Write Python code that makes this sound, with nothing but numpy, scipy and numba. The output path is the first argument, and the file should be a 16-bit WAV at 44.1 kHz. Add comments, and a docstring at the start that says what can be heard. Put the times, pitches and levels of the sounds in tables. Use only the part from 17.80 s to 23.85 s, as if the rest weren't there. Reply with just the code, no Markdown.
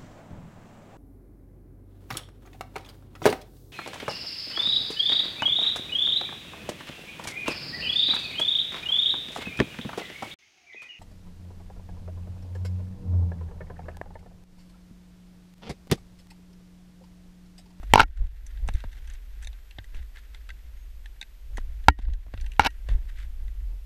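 """Low wind rumble comes first, and almost at once hard knocks on a small sealed camera worn on a helmet.
The place is a rock step: gusts and head turns push slow pressure swings into the camera's one microphone.
Knocks and drags over rock ring the housing's modes; the hardest overload it and the gain ducks.
Between them noise bursts ring steel tools on stone, jolts thud through the helmet, filtered noise and
clicks make a jacket rustle, and wavering tones squeak a strap, over the camera's own hiss and whine."""
import sys
import numpy as np
from scipy import signal
from scipy.fft import rfft, irfft
from scipy.io import wavfile
from scipy.ndimage import uniform_filter1d
from numba import njit

SR = 44100
rng = np.random.default_rng(int(sys.argv[2]) if len(sys.argv) > 2 else 0)


def decibels_to_gain(level_db):
    """Convert a level in decibels to a linear amplitude gain (20 dB per decade)."""
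    exponent = np.asarray(level_db, float) / 20
    return 10 ** exponent


def unload_audio(sound):
    """Save the sound as a 16-bit wav file, at the path given as the first command line argument."""
    columns = np.transpose(np.atleast_2d(sound))
    # keep every value between -1 and 1, then stretch to whole-number steps
    steps = np.round(np.clip(columns, -1, 1) * 32767)
    wavfile.write(sys.argv[1], SR, steps.astype(np.int16))


N = 266805
T = np.arange(N) / SR


def colour(x, shape):
    """Noise or clicks through a smooth spectrum of (Hz, dB) points, rms 1."""
    hz, db = np.transpose(shape)
    f = np.maximum(np.fft.rfftfreq(len(x), 1 / SR), 1)
    gain = decibels_to_gain(np.interp(np.log(f), np.log(hz), db))
    y = irfft(rfft(x) * gain, len(x))
    return y / np.sqrt(np.mean(y ** 2))


def ring(x, hz, t60):
    """One decaying mode; it falls 60 dB in t60 seconds and a unit impulse rings with amplitude near 1."""
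    pole = np.exp(2j * np.pi * hz / SR - np.log(1000) / (t60 * SR))
    return signal.lfilter([1], [1, -pole], x).imag


def resonances(x, modes):
    """Sum of (Hz, width in Hz, dB) resonances with alternating signs, peak 1."""
    y = np.zeros(len(x))
    for k, (hz, width, db) in enumerate(modes):
        t60 = np.log(1000) / np.pi / width
        y += (-1) ** k * decibels_to_gain(db) * width * ring(x, hz, t60)
    return y / np.abs(y).max()


def favour(hz, near_hz, lift, spread):
    """Modes near the one that the point of contact favours get most of the lift."""
    return lift * np.exp(-(np.log(hz / near_hz) / spread) ** 2)


def walk(rate):
    """Random levels held 1 / rate seconds and slewed twice; spread near 1."""
    k = int(SR / rate)
    steps = np.repeat(rng.standard_normal(N // k + 1), k)
    return 1.4 * uniform_filter1d(uniform_filter1d(steps, k), k)[:N]


def crackle(rate, spread_db):
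    """Clicks at random moments, rate per second, a few much larger than the rest."""
    u = rng.random((3, N))
    size = decibels_to_gain(-spread_db * np.log(1 - u[2]))
    return (u[0] < rate / SR) * np.sign(u[1] - 0.5) * size


def swells(curve, events, fall_per_rise):
    """Level in dB: a slow curve, plus bell-shaped swells whose fall time is fall_per_rise times the rise."""
    power = decibels_to_gain(2 * np.interp(T, *np.transpose(curve)))
    for s, db, rise in events:
        side = rise * np.where(T < s, 1, fall_per_rise)
        power += decibels_to_gain(2 * db) * np.exp(-((T - s) / side) ** 2)
    return 10 * np.log10(power)


def add(out, s, x):
    """Mix x into out from time s in seconds."""
    i = int(s * SR)
    out[i:i + len(x)] += x[:N - i]


# Modes of the camera's shell. Each row: pitch in Hz, relative level in dB, 60 dB decay time in s.
SHELL_MODES = [(128, -27.5, 0.029), (288.3, -24.5, .08), (388, -23.5, 0.042), (767.7, -3.5, 0.014),
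               (921, 3, 0.014), (1382, -4.5, .024), (1655, -9.5, .022), (1880, -32.5, 0.13),
               (2230, -7, 0.022), (2790, -10.5, .018), (2900, -39.5, .09), (3075, -14, 0.012),
               (3900, -10, 0.013), (4900, -26, .012), (5500, -27, .009), (7300, -27.5, .006),
               (10800, -31, .006)]


def shell(drive, near_hz, lift_db):
    """The housing rings in its modes; the contact lifts the nearest and bends them to its pitch."""
    out = np.zeros(len(drive))
    for k, (hz, db, t60) in enumerate(SHELL_MODES):
        level = decibels_to_gain(db + favour(hz, near_hz, lift_db, 0.14))
        bent_hz = hz + (near_hz - hz) * favour(hz, near_hz, 0.8, 0.12)
        out += (-1) ** (k // 2) * level * ring(drive, bent_hz, t60)
    return out


# Knocks on the housing. Each row: start in seconds, relative force in dB, contact time in ms,
# favoured mode in Hz, crack level in dB, thump level in dB.
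KNOCKS = [(0.1368, 17, 0.3, 868, 4, -10.5), (0.1572, 14, 0.25, 968, -7.5, -9),
          (0.177, 1, 0.16, 898, -29.5, -27.5), (0.185, -2.5, 0.12, 1380, -31.5, -33.5),
          (0.194, -3.5, 0.054, 890, -23, -28), (0.197, 12.5, 0.087, 1395, -8, -14),
          (0.2039, 12, 0.083, 1380, -2.5, -8.5), (.2135, -1, 0.13, 905, -24, -22.5),
          (.2235, -18, .12, 1390, -27.5, -28), (0.234, -4, 0.2, 1617, -28, -24),
          (4.0838, 22.5, 0.097, 3727, -21.5, -1.5), (4.1002, -20, 0.11, 4330, -27.5, -40),
          (4.7953, 9, 0.071, 821, -13.5, -19), (4.809, -16, 0.095, 1640, -28, -30),
          (4.8486, -12, 0.078, 1690, -19.5, -31), (4.8604, -8, 0.025, 1896, -23.5, -30.5),
          (4.8625, -12, 0.038, 2225, -18.5, -36), (4.868, -17, 0.046, 965, -15.5, -38)]
# Spectrum of the crack. Each row: frequency in Hz, relative density in dB per Hz.
CRACK_SPECTRUM = [(500, -17), (2500, 13.5), (6000, -4), (11000, -13), (15500, -16.5)]


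def knocks():
    """A short push rings the shell, cracks as a noise burst and thumps the microphone's membrane."""
    thump_hz, thump_t60_s, thump_lag_s, crack_t60_s = 67, 0.1, 0.002, 0.011
    out, t = np.zeros(N), T[:12000]
    for s, force_db, contact_ms, near_hz, crack_db, thump_db in KNOCKS:
        push = np.exp(-(1000 * t / contact_ms - 2) ** 2)
        push /= push.sum()
        add(out, s, decibels_to_gain(force_db - 10) * shell(push, near_hz, 9.6))
        add(out, s + thump_lag_s, -decibels_to_gain(thump_db) * ring(push, thump_hz, thump_t60_s))
        crack = colour(rng.standard_normal(600), CRACK_SPECTRUM)
        add(out, s, decibels_to_gain(crack_db - 60 * t[:600] / crack_t60_s) * crack)
    return out


# Housing dragged along rock. Each row: start in seconds, length in seconds, level at the start in dB,
# level at the end in dB, grit level relative to these in dB, favoured mode in Hz.
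DRAGS = [(0.141, 0.012, -23, -25, 0, 2250), (0.160, .035, -26, -18, -5, 960),
         (0.194, .039, -17, -21, -3, 1380), (4.798, 0.031, -22, -30, -7, 1400),
         (4.831, .019, -35, -29, -8, 2350), (4.850, 0.021, -27, -21, -3, 2700)]
# Spectrum of the grit. Each row: frequency in Hz, relative level in dB.
GRIT_SPECTRUM = [(60, -1), (230, 1), (700, -10), (1500, 3), (3000, -4.5), (5800, -8), (7200, -28.5),
                 (11000, -36), (15000, -38)]


def drags():
    """Small slips ring the shell while grit grinds; after each drag the contact lifts off at once."""
    lift_off_db_per_s = 3998
    out, t = np.zeros(N), T[:12000]
    slips = crackle(700, 3.7)
    # the edge bites and lets go a few hundred times a second
    bite = decibels_to_gain(2.5 * walk(250))
    sand = colour(crackle(9000, 1.8), GRIT_SPECTRUM) * bite
    for s, length, start_db, end_db, grit_db, near_hz in DRAGS:
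        i = int(s * SR)
        here = slice(i, i + len(t))
        db = np.interp(t, [0, length], [start_db, end_db])
        db -= lift_off_db_per_s * np.maximum(t - length, 0)
        # the shell's answer to the unshaped slips sets the scale
        scale = shell(slips[here], near_hz, 6).std()
        rung = shell(decibels_to_gain(db) * slips[here], near_hz, 6) / scale
        add(out, s, 1.1 * rung + decibels_to_gain(db + grit_db) * sand[here])
    return out


# Wind on the microphone port. Each row: time in seconds, slow rumble level in dB.
WIND_LEVEL = [(0.0, -37), (0.55, -36), (1.15, -37), (1.85, -41), (2.1, -37.5), (2.45, -43.5), (2.9, -38),
              (3.5, -45.5), (3.95, -36.5), (4.45, -36.5), (5.0, -34.5), (5.5, -33), (5.9, -31.5),
              (6.05, -41.5)]
# Buffets as the head turns or a gust slaps the port. Each row: peak time in seconds, peak level in dB,
# rise in seconds.
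BUFFETS = [(0.191, -18.5, 0.052), (.419, -17, 0.029), (.85, -27.5, 0.049), (0.955, -18.5, 0.005),
           (1.07, -26.5, 0.013), (1.33, -35.5, 0.035), (1.67, -40.5, .04), (2.181, -30.5, 0.035),
           (2.71, -36.5, 0.028), (3.8, -29.5, 0.078), (4.101, -18, 0.013), (4.271, -16.5, 0.055),
           (4.639, -27.5, 0.036), (4.83, -38, 0.024), (5.142, -19.5, 0.03), (5.64, -26.5, 0.041)]
# Spectra of the slow rumble and of the flutter. Each row: frequency in Hz, relative level in dB.
RUMBLE_SPECTRUM = [(15, -4), (26, 6.5), (52, 7), (64, -5), (80, -25), (140, -66.5), (400, -110)]
FLUTTER_SPECTRUM = [(50, -9.5), (90, 4.5), (170, -19.5), (400, -23), (900, -28.5), (2000, -55),
                    (6000, -97.5)]


def wind():
    """Slow pressure swings under the port's cut-off; a faster uneven flutter grows with them."""
    gust_db = swells(WIND_LEVEL, BUFFETS, fall_per_rise=1.2) + 2 * walk(6.8)
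    rumble = colour(rng.standard_normal(N), RUMBLE_SPECTRUM)
    # a gust holds its strength over a few swings, so the envelope is evened out
    rumble /= np.sqrt(uniform_filter1d(rumble ** 2, size=2000) + 0.039)
    flutter_db = 1.072 * gust_db - 23 + 3.5 * walk(25)
    flutter = colour(rng.standard_normal(N), FLUTTER_SPECTRUM)
    return decibels_to_gain(gust_db) * rumble + decibels_to_gain(flutter_db) * flutter


# Modes of the steel and of its edge. Each row: pitch in Hz, width in Hz, relative level in dB.
STEEL_MODES = [(905, 130, -6), (1560, 54, 6), (1886, 270, 5), (2070, 350, 3.5), (2660, 280, -0.5),
               (3420, 250, 0), (3715, 300, -0.5), (4484, 1000, -9.5)]
EDGE_MODES = [(6013, 455, 7.5), (7610, 540, 2), (8360, 160, 5.5), (9970, 760, -1), (12990, 2500, -25.5)]
# Steel on stone. Each row: start in seconds, body peak in dB, edge peak in dB, favoured ring in Hz.
TICKS = [(0.0335, -48.5, -54, 1430), (0.665, -45.5, -38.5, 1600), (0.7718, -48, -71.5, 2120),
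         (0.877, -40.5, -36.5, 1053), (0.8866, -27.5, -38, 2390), (0.9373, -41.5, -44, 3740),
         (0.954, -52, -55, 3600), (0.968, -44, -59, 1650), (1.0035, -40, -50, 1440),
         (1.038, -43.5, -61, 1640), (1.119, -55, -56, 2220), (1.1289, -43, -54, 1740),
         (1.176, -50, -58, 1660), (1.274, -44, -47, 1625), (1.3001, -43, -41.5, 1900),
         (1.3357, -61, -45.5, 1703), (1.625, -43.5, -43.5, 1726), (1.635, -49, -48, 1850),
         (1.6461, -38.5, -42, 3900), (1.6716, -32, -37, 3750), (1.729, -43.5, -58, 1560),
         (1.9092, -41.5, -53.5, 2790), (1.9852, -30, -71, 1900), (2.0418, -43.5, -54.5, 1950),
         (2.146, -42, -50.5, 2670), (2.37, -38.5, -56.5, 1950), (2.5457, -36, -50.5, 1580),
         (2.6903, -37, -47.5, 1400), (2.7027, -32, -49, 1950), (3.2581, -34.5, -51.5, 1820),
         (3.4129, -25.5, -37, 3720), (3.4266, -30, -46, 3530), (3.7714, -30, -37, 1870),
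         (3.7823, -39, -55, 1730), (4.039, -48, -61, 1650), (4.1886, -38, -48, 1970),
         (4.222, -45, -63.5, 2020), (4.25, -40, -70, 2036), (4.299, -45, -72.5, 2050),
         (4.3343, -39.5, -46, 2090), (4.5391, -37.5, -69.5, 1720), (4.5753, -38.5, -59.5, 1450),
         (4.6, -42.5, -66, 2670), (4.611, -43, -42, 4310), (4.643, -44, -62, 1810),
         (4.6624, -39, -47, 2720), (4.718, -37, -47, 2645), (4.735, -45.5, -56.5, 2800),
         (4.764, -45, -59, 3060), (4.904, -46, -51, 2900), (5.0879, -35, -49, 1980),
         (5.1, -41.5, -54.5, 1700), (5.384, -52, -58, 1605), (5.68, -45.5, -62, 1950)]


def tools():
    """A crisp contact and a gritty tail of scuffing excite the steel; harder blows are drier."""
    contact_t60_s, scuff_t60_s = 0.016, 0.06
    out, t = np.zeros(N), T[:6000]
    for s, db, edge_db, near_hz in TICKS:
        # 9 dB below a -40 dB contact, and 0.7 dB further below for each dB harder
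        scuff_db = -9 - 0.7 * (db + 40)
        envelope = decibels_to_gain(-60 * t / contact_t60_s) + decibels_to_gain(scuff_db - 60 * t / scuff_t60_s)
        burst = rng.standard_normal((2, len(t))) * envelope
        modes = [(hz, width, g + favour(hz, near_hz, 3.5, 0.21)) for hz, width, g in STEEL_MODES]
        # the free tip of the pick: its pitch depends on where it touches
        modes.append((near_hz, 0.11 * near_hz, 4))
        add(out, s, decibels_to_gain(db) * resonances(burst[0], modes))
        add(out, s, decibels_to_gain(edge_db) * resonances(burst[1], EDGE_MODES))
    return out


# Jolts of the body. Each row: start in seconds, peak level in dB.
JOLTS = [(0.031, -37.5), (0.384, -45), (0.887, -24), (1.04, -29.5), (1.984, -31.5), (2.142, -43),
         (3.78, -27), (4.188, -24.5), (4.283, -31), (4.465, -42), (4.481, -42.5), (4.538, -25.5),
         (5.087, -27.5), (5.113, -32)]
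# Modes of the helmet. Each row: pitch in Hz, width in Hz, relative level in dB.
HELMET_MODES = [(90, 14, 12), (222.2, 110, -4.5), (693, 1500, -14)]


def jolts():
    """Dull thuds travel up the body into the helmet: short noise bursts through its modes."""
    out, t = np.zeros(N), T[:6000]
    for s, db in JOLTS:
        burst = rng.standard_normal(len(t)) * decibels_to_gain(-60 * t / 0.022)
        add(out, s, decibels_to_gain(db) * resonances(burst, HELMET_MODES))
    return out


# How much the climber shifts about. Each row: time in seconds, slow jacket level in dB.
RUSTLE_LEVEL = [(0, -68.5), (.65, -70), (1.0, -68), (1.5, -72), (2.3, -73), (3.0, -76), (3.7, -78.5),
                (4.1, -72.5), (5.3, -71), (6.05, -81.5)]
# Single moves of an arm. Each row: peak time in seconds, peak level in dB, rise in seconds.
MOVES = [(0.121, -56, 0.015), (.42, -60.5, 0.05), (0.779, -66, 0.027), (0.991, -60.5, 0.047),
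         (1.15, -68, 0.033), (1.32, -58.5, 0.029), (1.63, -57.5, 0.012), (2.17, -59.5, 0.024),
         (2.379, -62, 0.023), (2.59, -65, 0.023), (3.79, -64, 0.025), (4.21, -52, 0.017), (4.3, -60, 0.018),
         (5.115, -58, 0.023), (5.302, -59, 0.013), (5.401, -58, 0.03)]
# Spectrum of the fabric. Each row: frequency in Hz, relative density in dB per Hz.
CLOTH_SPECTRUM = [(300, -26), (1100, -12), (1600, 0), (2000, -0.5), (2500, -7.5), (3600, -9), (4600, -16),
                  (8000, -19), (15000, -33.5)]


def jacket():
    """Stiff fabric: a hush with fine crackle whose level flickers; the same moves graze steel on stone."""
    creases = crackle(4000, 2.2)
    hush = 0.78 * rng.standard_normal(N)
    fibres = colour(creases + hush, CLOTH_SPECTRUM) * decibels_to_gain(4.5 * walk(150))
    scratch = resonances(crackle(200, 1.4), STEEL_MODES)
    # 3 dB below the cloth before its flicker
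    scratch *= decibels_to_gain(-3) / np.sqrt(np.mean(scratch ** 2))
    level_db = swells(RUSTLE_LEVEL, MOVES, fall_per_rise=1) + 1.6 * walk(30)
    return (fibres + scratch) * decibels_to_gain(level_db)


# Squeaks of the strap. Each row: start in seconds, length in seconds, pitch in Hz, level in dB.
SQUEAKS = [(2.963, 0.085, 6530, -69), (3.732, 0.077, 6680, -71)]


def strap():
    """Thin squeaks, wavering in pitch and level, with a weak octave."""
    out, drift, waver = np.zeros(N), walk(27), walk(90)
    for s, length, hz, db in SQUEAKS:
        phase = 2 * np.pi * np.cumsum(hz * (1 + 0.004 * drift)) / SR
        # fades in and out over 11 ms
        swell = np.clip(np.minimum(T - s, s + length - T) / 0.011, 0, 1)
        tone = np.sin(phase) + 0.4 * np.sin(2 * phase)
        out += swell * decibels_to_gain(db + 4 * waver) * tone
    return out


# Spectrum of the preamplifier's hiss. 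Each row: frequency in Hz, relative level in dB.
HISS_SPECTRUM = [(100, -17), (200, -14), (500, -18.5), (1100, -23), (2500, -21), (6000, -28), (11000, -32),
                 (14500, -31), (16000, -59.5)]


def electronics():
    """Preamplifier hiss as shaped noise, and a steady thin whine as one sine; both levels are rms."""
    hiss_db, whine_db, whine_hz = -64.5, -75.5, 12407.5
    hiss = colour(rng.standard_normal(N), HISS_SPECTRUM)
    whine = np.sqrt(2) * np.sin(2 * np.pi * whine_hz * T)
    return decibels_to_gain(hiss_db) * hiss + decibels_to_gain(whine_db) * whine


def scene():
    """Everything reaches one microphone on the helmet."""
    handling = knocks() + drags()
    climber = tools() + jolts() + jacket() + strap()
    return (wind() + handling + climber + electronics())[None]


@njit
def duck(x, top, attack, hold, release):
    """Gain falls fast while the output overloads, waits, then climbs at a steady rate in dB."""
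    y, gain, wait = np.empty(len(x)), 1., 0.
    for i in range(len(x)):
        y[i] = gain * x[i]
        if abs(y[i]) > top:
            gain, wait = gain * attack, hold
        elif wait > 0:
            wait -= 1
        else:
            gain = min(gain * release, 1.)
    return y


def band_limit(x):
    """A steep low-pass at the top of the band."""
    return signal.sosfilt(signal.butter(12, 16530, fs=SR, output="sos"), x)


def record(dry):
    """Gain control lags behind the blows, so their first swings clip; the top is cut."""
    fall_db_per_s, hold_s, climb_db_per_s = 5500, 0.15, 22
    ducked = duck(dry[0], 1.0, decibels_to_gain(-fall_db_per_s / SR), hold_s * SR, decibels_to_gain(climb_db_per_s / SR))
    clipped = np.clip(ducked, -0.92, 0.92)
    low_pass = signal.cheby2(8, 50, 16200, fs=SR, output="sos")
    mix = signal.sosfilt(low_pass, clipped)[None]
    return band_limit(mix)


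dry = scene()
out = record(dry)
unload_audio(out)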